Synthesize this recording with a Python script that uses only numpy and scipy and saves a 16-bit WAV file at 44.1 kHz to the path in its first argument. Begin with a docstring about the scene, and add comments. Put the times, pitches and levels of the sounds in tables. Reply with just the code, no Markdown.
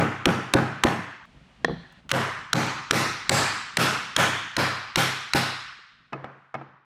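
"""You first hear hard wooden knocks: a mallet drives a jointed box together on a bench in a large, hard workshop.
Each blow is a short crack of noise, a dull thump off the nearest wall and a long, fading noise from the room.
A loose board is laid on, more blows land, and at the end the mallet is put down; both ring as sums of fading tones.
At two moments the ringing stops dead. Faint puffs of noise, rumbling boards and a hiss of still air lie behind."""
import sys
import numpy as np
from scipy import signal
from scipy.fft import rfft, irfft, next_fast_len
from scipy.io import wavfile
from scipy.ndimage import uniform_filter1d

SR = 44100
rng = np.random.default_rng(int(sys.argv[2]) if len(sys.argv) > 2 else 0)


def log_audio(samples):
    """Write samples as a 16-bit WAV file to the path given in sys.argv[1]."""
    # one column per channel
    frames = np.atleast_2d(samples).T
    # limit to full scale, then quantise
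    limited = np.clip(frames, -1, 1)
    pcm = np.round(limited * 32767).astype(np.int16)
    wavfile.write(sys.argv[1], SR, pcm)


N = 302066  # length in samples
T = np.arange(round(1.4 * SR)) / SR  # time within one contact, s


# Mallet blows: t/s, crack level/dB, room answer level/dB, brightness above 1.2 kHz/(dB per octave),
# solidity/(0-1), tilt of the bench towards its low notes/(dB per octave),
# lower contact note f/Hz, upper contact note f/Hz, lift of both notes/dB
BLOWS = [(-.025, -6.5, -19.5, -4.5, 1, -5.5, 3000, 6650, 1.4),
         (0.2554, -6, -19.5, -2.5, 0.76, 1.5, 3000, 6380, 3),
         (0.5368, -3.5, -19.5, -4, 0.87, -7.5, 3000, 6760, 0.5),
         (0.8362, -4.5, -20, -2.5, 0.85, -9, 2900, 6300, 2),
         (2.1143, -7.5, -19.5, -1, 0.37, -2, 3100, 5280, 2.5),
         (2.5306, -7.5, -17, -0.8, 0.14, -7, 4230, 6340, 7),
         (2.909, -6, -15.5, 1.3, 0.15, -0.5, 4170, 5580, 6.8),
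         (3.2935, -5.5, -12, 1, 0.06, 7, 4540, 7740, 9.6),
         (3.7697, -6, -15, 0.73, 0.42, -2.5, 4070, 5400, 4),
         (4.1633, -6, -16, -0.23, 0.67, -1, 3300, 6640, 6.8),
         (4.566, -10, -18.5, -1.56, .8, -4, 4210, 5160, 6.7),
         (4.9576, -8, -18, 0.94, 0.87, -5.5, 3700, 5500, 6.5),
         (5.3344, -8, -19, 0.1, 1, -6, 3880, 5050, 7.7)]


def mallet():
    """Each blow has a solidity: higher values bring the room level up faster and make the thump louder."""
    quick_rise, slow_rise = 0.0092, 0.071  # s, rise of the room level at solidity 1 and 0
    soft_warm_db, soft_thump_db = 4, -22.5  # added in full at solidity 0
    out = np.zeros(N)
    shared = rng.standard_normal(len(T))
    for s, crack_db, room_db, bright_db, solid, deep_db, low_hz, high_hz, note_db in BLOWS:
        softness = 1 - np.clip(solid, 0, 1)
        on_box = s < STOPS[-1]
        # warmth is in dB per octave below 1.2 kHz; early is the share of board ring before the walls answer
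        if on_box:
            warm_db, bench_db, thump_db, early = 0.8, -19, -7.5, 1
        else:  # struck through the loose board
            warm_db, bench_db, thump_db, early = -3, -21, -16.5, 0.24
        warm_db = warm_db + soft_warm_db * softness
        thump_db = thump_db + soft_thump_db * softness
        rise = quick_rise * (slow_rise / quick_rise) ** softness
        notes = [(low_hz, 0.3 * low_hz, note_db), (high_hz, 0.2 * high_hz, note_db)]

        sharp = amp(crack_db) * crack(lambda hz: lift(hz, notes), 0.012)
        colour = lambda hz: slope(hz, bright_db, warm_db) + lift(hz, notes)
        reply = amp(room_db) * answer(colour, shared)
        # the wood itself keeps only its lower modes
        board = filtered(reply, lambda hz: 1 / (1 + (hz / 1800) ** 4))
        board = board * swell(0, 0.00095) * amp(-60 * T / 0.17)
        room = swell(0.011, rise) * reply + early * board
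        low = amp(bench_db) * bench(deep_db) * swell(0.0074, 0.041)
        low = low + amp(thump_db) * thump(0.0145, 320)
        add(out, s, sharp + walls(sharp, on_box) + room + low)
    return out


# Colour of the splintery contact noise: f/Hz, level/dB
CRACK_COLOUR = [(120, -9.5), (200, -29.5), (1520, 3.5), (3560, -2.5), (4130, -3.5), (4790, -14), (5350, -8),
                (8650, -13.5), (12700, -22.5), (16500, -35)]


def crack(contact_db, t60):
    """The contact itself: bright splinter noise that holds for a few ms, then stops fast."""
    colour = lambda hz: amp(along(CRACK_COLOUR, hz) + contact_db(hz))
    splinter = unit(filtered(rng.standard_normal(len(T)), colour))
    return splinter * swell(0, 0.001) * amp(-60 * (T / t60) ** 1.454)


def thump(delay, hz):
    """The blow's low push comes back from the nearest wall as about two dull cycles."""
    t = np.clip(T - delay, 0, None)
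    push = np.sin(2 * np.pi * hz * t) + 0.35 * np.sin(2 * np.pi * hz / 3 * t)
    return push * amp(-60 * (t / 0.015) ** 3)


# Single echoes of the crack: t/s after it, level/dB on the box, level/dB through the loose board
WALL_ECHOES = [(.024, -21, -12), (0.033, -11.5, -13.5), (0.048, -16, -26), (0.074, -39, -17.5),
               (0.101, -33, -13), (.275, -34, -25)]


def walls(sharp, on_box):
    """Flat walls return the crack as separate, slightly duller slaps of varying strength."""
    taps = np.zeros(len(T))
    for delay, box_db, board_db in WALL_ECHOES:
        echo_db = box_db if on_box else board_db
        taps[round(delay * SR)] = amp(echo_db + rng.normal(0, 2))
    slaps = signal.fftconvolve(sharp, taps)[:len(T)]
    return filtered(slaps, lambda hz: 1 / (1 + (hz / 4000) ** 2))


# Basic colour of the room's answer: f/Hz, level/dB
ANSWER_COLOUR = [(24, -60), (40, -37), (124, -6), (406, -2.5), (497, -4), (802, -5.5), (910, -8),
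                 (1470, -9.5), (1670, -9.5), (4130, -23), (12200, -28), (15300, -35), (16500, -67)]
# Resonances of board and box, before each blow varies them: f/Hz, width/Hz, lift/dB
BOARD_RESONANCES = [(542, 20, 10.5), (811, 12, 11), (1036, 12, 7.5), (1274, 18, 12), (1353, 14, 7),
                    (1496, 18, 10), (1732, 53, 3.5), (2260, 31, 6.5), (3055, 68, -2.5)]


def answer(contact_db, shared):
    """The room returns the contact's colour and, while they last, the board's modes at new strengths."""
    strengths = rng.uniform(0.4, 1.6, len(BOARD_RESONANCES))
    struck = [(c, w, db * k) for (c, w, db), k in zip(BOARD_RESONANCES, strengths)]
    plain = dying(lambda hz: along(ANSWER_COLOUR, hz) + contact_db(hz), shared)
    modes = filtered(plain, lambda hz: amp(lift(hz, struck)) - 1)
    return plain + amp(-60 * T / 0.97) * modes


# Time each band of the room takes to fall by 60 dB: f/Hz, t60/s
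ROOM_DECAY = [(60, 0.76), (200, 0.59), (600, 0.45), (900, 0.73), (1200, 1.123), (1700, 1.1), (3000, 1.04),
              (6000, 0.83), (10000, 0.54), (15000, 0.33)]


def dying(colour_db, shared):
    """Room echoes as partly repeated, patchy noise, each band dying at the room's own speed."""
    echoes = 0.61 * shared + rng.standard_normal(len(T))
    echoes = unit(filtered(echoes, lambda hz: amp(colour_db(hz))))
    hz, t, z = signal.stft(echoes, SR, nperseg=256)
    patches = uniform_filter1d(rng.standard_normal(z.shape), size=3, axis=0)
    patches = uniform_filter1d(patches, size=8, axis=1)
    # random level offset for each narrow band, drawn anew for every contact
    offsets = rng.standard_normal((len(hz), 1))
    gain_db = 1.31 * unit(patches) + 1.6 * offsets - 60 * t / along(ROOM_DECAY, hz)[:, None]
    return signal.istft(z * amp(gain_db), SR, nperseg=256)[1][:len(T)]


# Low notes of bench and hollow box, before each blow varies them: f/Hz, level/dB, t60/s
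BENCH_NOTES = [(51, -38.5, 1.2), (100.6, -5.5, 0.59), (130.9, 2, 0.46), (169.5, 3.5, 0.25),
               (229.3, -4.5, 0.36), (300.6, -8.5, 0.39)]


def bench(deep_db):
    """Bench and hollow box ring as fading low sine tones, at new strengths each time."""
    total = np.zeros(len(T))
    for hz, db, t60 in BENCH_NOTES:
        db = db + rng.normal(0, 1.5) - deep_db * np.log2(hz / 131)
        phase = rng.uniform(0, 2 * np.pi)
        total += amp(db - 60 * T / t60) * np.sin(2 * np.pi * hz * T + phase)
    return total


# The loose board lands and rocks: t/s, level/dB, room answer level/dB, brightness/(dB per octave)
BOARD_LANDINGS = [(1.646, -4, -43.5, 1.5), (1.682, -18, -46.5, -13), (1.696, -21, -45.5, -18),
                  (1.712, -23.5, -46, -16.5)]
# Notes of the loose board: f/Hz, level/dB, t60/s
BOARD_NOTES = [(169.7, -12.5, 0.29), (249, -15, 0.22), (378, -17, 0.03), (475, -12.5, 0.042),
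               (677, -11, 0.022), (792, -6, 0.014), (1055, -5.5, 0.016), (1420, -6, 0.013),
               (1810, 1.5, 0.015), (2300, -17.5, .015), (3400, -4, 0.009), (4100, -6.5, 0.009),
               (5700, -18, 0.0083)]


def loose_board():
    """A loose board lands and rocks, sounding its own fading notes."""
    return knocks(BOARD_LANDINGS, BOARD_NOTES, click_db=-14, low_db=15, spread=0.09, chatter=0.007)


# The mallet touches the bench: t/s, level/dB, room answer level/dB, brightness/(dB per octave)
MALLET_TOUCHES = [(6.124, -32, -41.5, -9), (6.130, -19.5, -40.5, -5), (6.243, -25, -43.5, -5.5),
                  (6.542, -22.5, -42, -4.5), (6.551, -24.5, -44, -7.5), (6.613, -30.5, -55, -11.5)]
# Notes of the mallet head on the bench: f/Hz, level/dB, t60/s
HEAD_NOTES = [(136.5, -2.5, 0.55), (224.7, 4.5, 0.076), (334, -22, 0.086), (533, -17, 0.025),
              (807, 11, 0.0092), (1020, -1, 0.024), (1230, 5.5, 0.021), (1520, 6.5, 0.0089),
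              (2180, -2, 0.039), (2550, -6, 0.048), (4800, -16, 0.017), (5130, -10.5, 0.012),
              (6840, -37.5, .02)]


def mallet_put_down():
    """The mallet is set on the bench in several touches that ring head and bench."""
    return knocks(MALLET_TOUCHES, HEAD_NOTES, click_db=-7.5, low_db=2.5, spread=0.49, chatter=0.048)


def knocks(events, modes, click_db, low_db, spread, chatter):
    """Gentle contacts: chatter drives the upper notes, low ones swell softly, the room returns their colour."""
    # low_db: low notes against the room answer; spread: note width as a share of f; chatter: t60 in s
    out = np.zeros(N)
    shared = rng.standard_normal(len(T))
    low = [m for m in modes if m[0] < 300]
    upper = [m for m in modes if m[0] >= 300]
    hum = ringing(low, lambda hz: 0) * swell(0, 0.011)
    bass_cut = signal.butter(N=2, Wn=150 / (SR / 2), btype="high", output="sos")
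    # soft wood radiates neither deep bass nor air
    edges = lambda f: 1 / (1 + (100 / (f + 1)) ** 8) / (1 + (f / 5500) ** 6)
    peak = lambda f, hz, db: amp(2 * db) / (1 + ((f - hz) / (spread * hz)) ** 2) ** 2
    power = lambda f: edges(f) * sum(peak(f, hz, db) for hz, db, t60 in modes)
    for s, db, room_db, bright_db in events:
        level = lambda f: bright_db * np.log2(np.clip(f, 400, None) / 1200)
        drive = rng.standard_normal(1500) * amp(-60 * T[:1500] / chatter)
        ring = signal.fftconvolve(ringing(upper, level) * swell(0, 0.00043), drive)[:len(T)]
        ring = signal.sosfilt(bass_cut, ring)
        click = amp(click_db) * crack(lambda f: level(f) - 10 * np.log10(1 + (f / 7000) ** 4), 0.011)
        near = amp(db) * (ring / np.abs(ring).max() + click)
        near = near + amp(room_db + low_db) * hum / np.abs(hum).max()
        room = dying(lambda f: level(f) + 10 * np.log10(power(f)), shared)
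        add(out, s, near + amp(room_db) * swell(0.0011, 0.0025) * room)
    return out


def ringing(modes, level):
    """Struck wood as a sum of sine tones, each fading at its own speed."""
    return sum(amp(db + level(hz) - 60 * T / t60) * np.sin(2 * np.pi * hz * T) for hz, db, t60 in modes)


# Faint short puffs of noise, two of them just before a blow: t/s, level/dB, centre f/Hz
PUFFS = [(1.923, -60.5, 7000), (2.093, -29.5, 2500), (2.104, -30.5, 2510), (5.79, -53, 300)]


def puffs():
    """Each puff is short noise round one pitch."""
    out = np.zeros(N)
    for s, db, hz in PUFFS:
        colour = [(hz / 8, -40), (hz / 3, -6), (hz, 0), (hz * 3, -16), (hz * 7, -45)]
        puff = noise(colour, count=2000)
        add(out, s, amp(db) * puff * amp(-60 * T[:len(puff)] / 0.037))
    return out


# Loudness of boards being handled: t/s, level/dB
RUMBLE_LEVEL = [(1.2, -68), (1.37, -46), (1.558, -58.5), (1.706, -35), (1.906, -59), (2.1, -48.5),
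                (2.3, -54.5), (5.75, -65), (5.85, -68), (6.2, -69)]
# Colour of that rumble: f/Hz, level/dB
RUMBLE_SPECTRUM = [(15, -27), (25, -11.5), (59, -4), (92, -17.5), (130, -6.5), (218, -11), (360, -24.5),
                   (1800, -35), (2340, -52.5), (3960, -120)]


def handling():
    """Boards shifted on the bench rumble: low noise whose level wanders in lumps."""
    wander = unit(uniform_filter1d(rng.standard_normal(N), size=1500))
    lumps = amp(3.0 * wander)
    return curve(RUMBLE_LEVEL) * unit(lumps * noise(RUMBLE_SPECTRUM, N))


# Loudness of the still air, highest between the two stops: t/s, level/dB
AIR_LEVEL = [(1.2, -102), (1.26, -61), (1.99, -60), (2.02, -64.5), (2.3, -79), (6.4, -73.5), (6.85, -90)]
# Colour of the air's hiss: f/Hz, level/dB
HISS_COLOUR = [(300, -11), (500, 1), (3000, -1), (6000, -15.5), (9000, -22), (15000, -47)]


def still_air():
    """The still air of the shop is faint coloured noise that follows a level curve."""
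    return curve(AIR_LEVEL) * noise(HISS_COLOUR, N)


# Moments when knocks and puffs still sounding stop dead: t/s
STOPS = (1.256, 2.006)


def add(track, s, sound):
    """Mixes a sound in at s seconds; the next stop silences it."""
    start = round(s * SR)
    stops = [round(stop * SR) for stop in STOPS if stop > s]
    end = min(stops + [N, start + len(sound)])
    # a sound that starts before time 0 loses its beginning
    track[max(start, 0):end] += sound[max(-start, 0):end - start]


def swell(delay, rise):
    """A level that is 0 until the delay, then climbs smoothly towards 1 (both in s)."""
    return 1 - np.exp(-np.clip(T - delay, 0, None) / max(rise, 1e-4))


def slope(hz, bright_db, warm_db):
    """Colour in dB that turns about 1.2 kHz."""
    octaves = np.log2(np.clip(hz, 150, None) / 1200)
    return np.where(octaves > 0, bright_db, -warm_db) * octaves


def lift(hz, peaks):
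    """dB added round each (f/Hz, width/Hz, lift/dB) resonance."""
    return sum(db / (1 + (2 * (hz - c) / w) ** 2) for c, w, db in peaks)


def amp(db):
    """Turns dB into a plain gain."""
    return 10 ** (np.asarray(db) / 20)


def unit(x):
    """Scales a signal to an rms of 1."""
    return x / np.sqrt(np.mean(x ** 2) + 1e-20)


def along(points, hz):
    """Reads a (f/Hz, value) table at any frequency, on a log axis."""
    f, v = np.transpose(points)
    return np.interp(np.log(hz + 1), np.log(f + 1), v)


def curve(rows):
    """Gain per sample from a (t/s, level/dB) table, practically silent outside it."""
    s, db = np.transpose(rows)
    return amp(np.interp(np.arange(N) / SR, s, db, -150, -150))


def filtered(x, response):
    """Multiplies the spectrum of x by a response of frequency."""
    m = next_fast_len(len(x) + 8192)  # room for the filter's tail
    return irfft(rfft(x, m) * response(np.fft.rfftfreq(m, 1 / SR)), m)[:len(x)]


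def noise(spectrum, count):
    """Coloured noise of rms 1."""
    return unit(filtered(rng.standard_normal(count), lambda hz: amp(along(spectrum, hz))))


def scene():
    """Everything in the shop, as one channel."""
    knocking = mallet() + loose_board() + mallet_put_down()
    return (knocking + puffs() + handling() + still_air())[None]


def record(dry):
    """Tall peaks are rounded, deep bass is weakened and nothing sounds above 16.8 kHz."""
    top_hz, bass_hz = 16800, 45
    soft = dry[0] / (1 + np.abs(dry[0] / 0.68) ** 4) ** (1 / 4)
    return filtered(soft, lambda hz: (hz < top_hz) / np.sqrt(1 + (bass_hz / (hz + 1)) ** 4))[None]


dry = scene()
out = record(dry)
log_audio(out)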